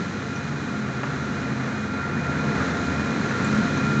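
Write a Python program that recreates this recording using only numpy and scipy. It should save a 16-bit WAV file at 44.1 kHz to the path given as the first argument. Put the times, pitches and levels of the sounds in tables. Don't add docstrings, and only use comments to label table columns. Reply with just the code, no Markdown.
import sys
import numpy as np
from scipy import signal
from scipy.fft import rfft, irfft
from scipy.io import wavfile

SR = 44100
rng = np.random.default_rng(int(sys.argv[2]) if len(sys.argv) > 2 else 0)


def file_out(sig):
    cols = np.atleast_2d(sig).T
    lim = np.clip(cols, -1, 1)
    pcm = np.round(lim * 32767).astype(np.int16)
    wavfile.write(sys.argv[1], SR, pcm)


N = 176400


def from_db(db):
    return 10 ** (np.asarray(db) / 20)


def unit_power(x):
    return x / np.sqrt(np.mean(np.abs(x) ** 2) + 1e-20)


def curve(rows):
    return np.interp(np.arange(N) / SR, *np.transpose(rows))


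def drift(hz):
    step, warm_up = 40, 2000
    memory = np.exp(-2 * np.pi * hz * step / SR)
    noise = rng.standard_normal(N // step + warm_up + 2)
    slow = signal.lfilter([1], [1, -2 * memory, memory ** 2], noise)[warm_up:]
    return np.interp(np.arange(N) / step, np.arange(len(slow)), unit_power(slow))


def coloured(x, colour):
    hz, db = np.transpose(colour)
    all_hz = np.maximum(np.fft.rfftfreq(N, 1 / SR), 1)
    gain = from_db(np.interp(np.log(all_hz), np.log(hz), db))
    return unit_power(irfft(rfft(x) * gain, N))


def workshop_echo(x, fade_s=1, echo_db=-5.5):
    t = np.arange(SR) / SR
    tail = rng.standard_normal(SR) * from_db(-60 * t / fade_s)
    return x + from_db(echo_db) * signal.fftconvolve(x, tail / np.linalg.norm(tail))[:N]


def tiny_hits(per_s, share, spread_db=2.5):
    sizes = from_db(spread_db * np.minimum(rng.exponential(1, N), 5))
    signs = rng.choice([-1, 1], N)
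    clicks = workshop_echo(sizes * signs * (rng.random(N) < per_s / SR))
    return np.sqrt(share) * unit_power(clicks) + np.sqrt(1 - share) * rng.standard_normal(N)


def tone(clock, hz, unsteady, wobble_hz=2.2):
    wobble = unit_power(drift(wobble_hz) + 1j * drift(wobble_hz))
    strength = np.sqrt(1 - unsteady ** 2) + unsteady * wobble
    spin = np.exp(2j * np.pi * (hz * clock + rng.random()))
    return unit_power(np.real(strength * spin))


# (time [s], relative level [dB])
FRAME_LOUDNESS = [(0, -37.5), (.6, -38.5), (1.4, -36), (1.85, -37.5), (2.3, -35), (2.7, -32.5), (2.95, -34),
                  (3.5, -32), (4, -33)]
# (frequency [Hz], relative level [dB])
FRAME_COLOUR = [(20, -43.5), (30, -36.5), (39, -17.5), (60, -16.5), (80, -6.5), (112, -10), (145, -2.5),
                (168, -2.5), (215, 1), (280, -3), (330, -5.5), (480, -9), (700, -31), (1500, -65.5)]
# (pitch [Hz], average level [dB], unsteadiness [0-1])
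QUIET_HUMS = [(40.2, -72.5, .3), (101.1, -43.5, .5), (173.1, -43.5, 0.6), (183, -43.5, 0.71),
              (224.6, -42, 0.9), (260.1, -38, 0.56), (289, -44, .8)]
def frame(clock, rumble_gain_db=5):
    level_db = curve(FRAME_LOUDNESS)
    rumble = from_db(level_db + rumble_gain_db) * coloured(rng.standard_normal(N), FRAME_COLOUR)
    hum = sum(from_db(db) * tone(clock, hz, unsteady) for hz, db, unsteady in QUIET_HUMS)
    swell = from_db(.6 * (level_db - level_db.mean()))
    return rumble + swell * hum


# (time [s], level [dB])
DRONE_LOUDNESS = [(0, -54.5), (.8, -54), (1.15, -45), (1.7, -49), (2.15, -42.5), (2.4, -43), (2.65, -38),
                  (3.3, -37.5), (3.7, -46.5), (4, -42)]
# (time [s], low hum [dB], middle hum [dB], high hum [dB])
SHAFT_LOUDNESS = [(0, -40.5, -43, -38), (0.25, -36.5, -40, -34), (0.5, -35, -26.5, -32.5),
                  (0.75, -33, -32.5, -31), (1, -26.5, -29.5, -37), (1.2, -32, -33, -33),
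                  (1.4, -31.5, -35.0, -26.5), (1.6, -23.5, -38, -31), (1.85, -37.5, -30.5, -30.5),
                  (2.05, -31, -34.5, -27), (2.25, -28, -29, -32.0), (2.5, -28.5, -29.5, -27),
                  (2.8, -38, -37, -36.5), (3.05, -34, -24.5, -21), (3.3, -31, -40.5, -34.5),
                  (3.55, -30, -32.5, -20.5), (3.75, -30, -28, -32), (4, -25, -25.5, -18.5)]
# (pitch [Hz], gain added to the level above [dB], unsteadiness [0-1])
SHAFT_HUMS = [(130.9, -5.5, .3), (146.5, -4.5, 0.56), (212.7, -5, .5)]
def shafts(clock):
    drone = from_db(curve(DRONE_LOUDNESS)) * tone(clock, hz=81.1, unsteady=.75)
    times, *levels = np.transpose(SHAFT_LOUDNESS)
    hums = np.zeros(N)
    for level_db, (hz, gain_db, unsteady) in zip(levels, SHAFT_HUMS):
        hums += from_db(curve(np.c_[times, level_db]) + gain_db) * tone(clock, hz, unsteady)
    return drone + hums


# (time [s], relative level [dB])
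TEETH_LOUDNESS = [(0, -37), (0.2, -46.5), (0.35, -39.5), (0.55, -55), (0.8, -43), (1.1, -46), (1.3, -38.5),
                  (1.75, -42), (2.05, -30.5), (2.17, -40.5), (2.37, -34), (2.65, -36.5), (2.95, -37.0),
                  (3.1, -38), (3.3, -35), (3.55, -33.5), (3.72, -41), (3.9, -29.5)]
# (pitch [Hz], average level [dB], unsteadiness [0-1], wobble speed [Hz])
FAINT_WHINES = [(698.5, -47.5, 0.86, 10), (846, -51, .6, 7.8), (1149, -54, 0, 4.6), (1374, -50, .95, 18),
                (1394, -47, 0.8, 7.3), (1430, -51, 0.7, 9)]
# (time [s], level [dB])
WHISTLE_LOUDNESS = [(0, -53), (0.3, -47), (0.6, -49.5), (0.9, -50), (1.1, -51.5), (1.45, -47), (1.65, -51),
                    (1.85, -47), (2.2, -48), (2.45, -45), (2.75, -53), (2.98, -40), (3.25, -47), (3.5, -44),
                    (3.7, -45.5), (3.92, -40.5)]
def gears(clock, teeth_gain_db=-1):
    teeth_db = curve(TEETH_LOUDNESS) + teeth_gain_db
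    teeth = from_db(teeth_db) * tone(clock, hz=1385.6, unsteady=.14, wobble_hz=6)
    whine = sum(from_db(db) * tone(clock, hz, unsteady, wobble_hz)
                for hz, db, unsteady, wobble_hz in FAINT_WHINES)
    whistle = from_db(curve(WHISTLE_LOUDNESS)) * tone(clock, hz=2447, unsteady=.61, wobble_hz=20)
    box_db = curve(CUTTER_LOUDNESS)
    swell = from_db(.47 * (box_db - box_db.mean()))
    return teeth + swell * whine + whistle


# (time [s], relative level [dB])
CUTTER_LOUDNESS = [(0, -41), (.9, -40), (1.2, -39), (1.5, -38.5), (1.9, -39.5), (2.2, -37), (2.6, -34.5),
                   (2.9, -37), (3.5, -34), (4, -37)]
# (frequency [Hz], relative level [dB])
CUTTER_COLOUR = [(250, -38), (510, 3.5), (620, 1.5), (780, -0.5), (1050, 0.5), (1250, 3), (1400, 6),
                 (1700, 3), (2100, -0.5), (2350, -6.5), (2700, -15.5), (4000, -30.5), (8000, -67.5)]
# (time [s], relative level [dB])
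SCRAP_LOUDNESS = [(0, -45), (.95, -46), (1.2, -44.5), (2.1, -46.5), (2.65, -41), (3.0, -42.5), (3.55, -40),
                  (4, -41.5)]
# (frequency [Hz], relative level [dB])
SCRAP_COLOUR = [(1500, -31.5), (2400, 1), (2820, 1), (3100, -0.5), (3700, 1), (4070, 4.5), (4500, -3),
                (5200, -4.5), (6100, -2.5), (6800, -3.5), (7300, -7.5), (7800, -16), (8500, -26.5),
                (9200, -46.5)]
def cutters(clock, turns_per_s=3.1, rattle_gain_db=4.5, rustle_gain_db=.26):
    turn_db = .4 * np.sin(2 * np.pi * turns_per_s * clock)
    load_db = turn_db + .6 * drift(hz=42)
    rattle = coloured(tiny_hits(per_s=500, share=.29), CUTTER_COLOUR)
    rustle = coloured(tiny_hits(per_s=900, share=.22), SCRAP_COLOUR)
    rattle_db = curve(CUTTER_LOUDNESS) + rattle_gain_db + load_db
    rustle_db = curve(SCRAP_LOUDNESS) + rustle_gain_db + .5 * load_db
    return from_db(rattle_db) * rattle + from_db(rustle_db) * rustle


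# (time [s], peak before echo [dB], pitch [Hz], band width [Hz], time to fade 60 dB [s])
BREAKING_PIECES = [(.352, -39, 5870, 450, .16), (1.033, -18, 1250, 1680, .045), (2.571, -18, 202, 272, .25),
                   (3.445, -30, 7250, 700, 0.037), (3.549, -42, 6300, 3000, .05),
                   (3.733, -30, 1800, 1290, .035), (3.774, -33, 6300, 1200, .05)]
def breaking_pieces():
    bursts = np.zeros(N)
    for start_s, peak_db, hz, width_hz, fade_s in BREAKING_PIECES:
        age = np.arange(N) / SR - start_s
        fade = (age >= 0) * from_db(-60 * np.clip(age / fade_s, 0, 4))
        band = signal.butter(4, [hz - width_hz / 2, hz + width_hz / 2], "band", fs=SR, output="sos")
        burst = signal.sosfilt(band, rng.standard_normal(N) * fade)
        bursts += from_db(peak_db) * burst / np.abs(burst).max()
    return workshop_echo(bursts)


def scene():
    speed = 1 + .0012 * drift(hz=2.63)
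    clock = np.cumsum(speed) / SR
    return (frame(clock) + shafts(clock) + gears(clock) + cutters(clock) + breaking_pieces())[None]


def record(dry, cutoff_hz=8900):
    return signal.sosfilt(signal.ellip(12, .1, 90, cutoff_hz, fs=SR, output="sos"), dry)


dry = scene()
out = record(dry)
file_out(out)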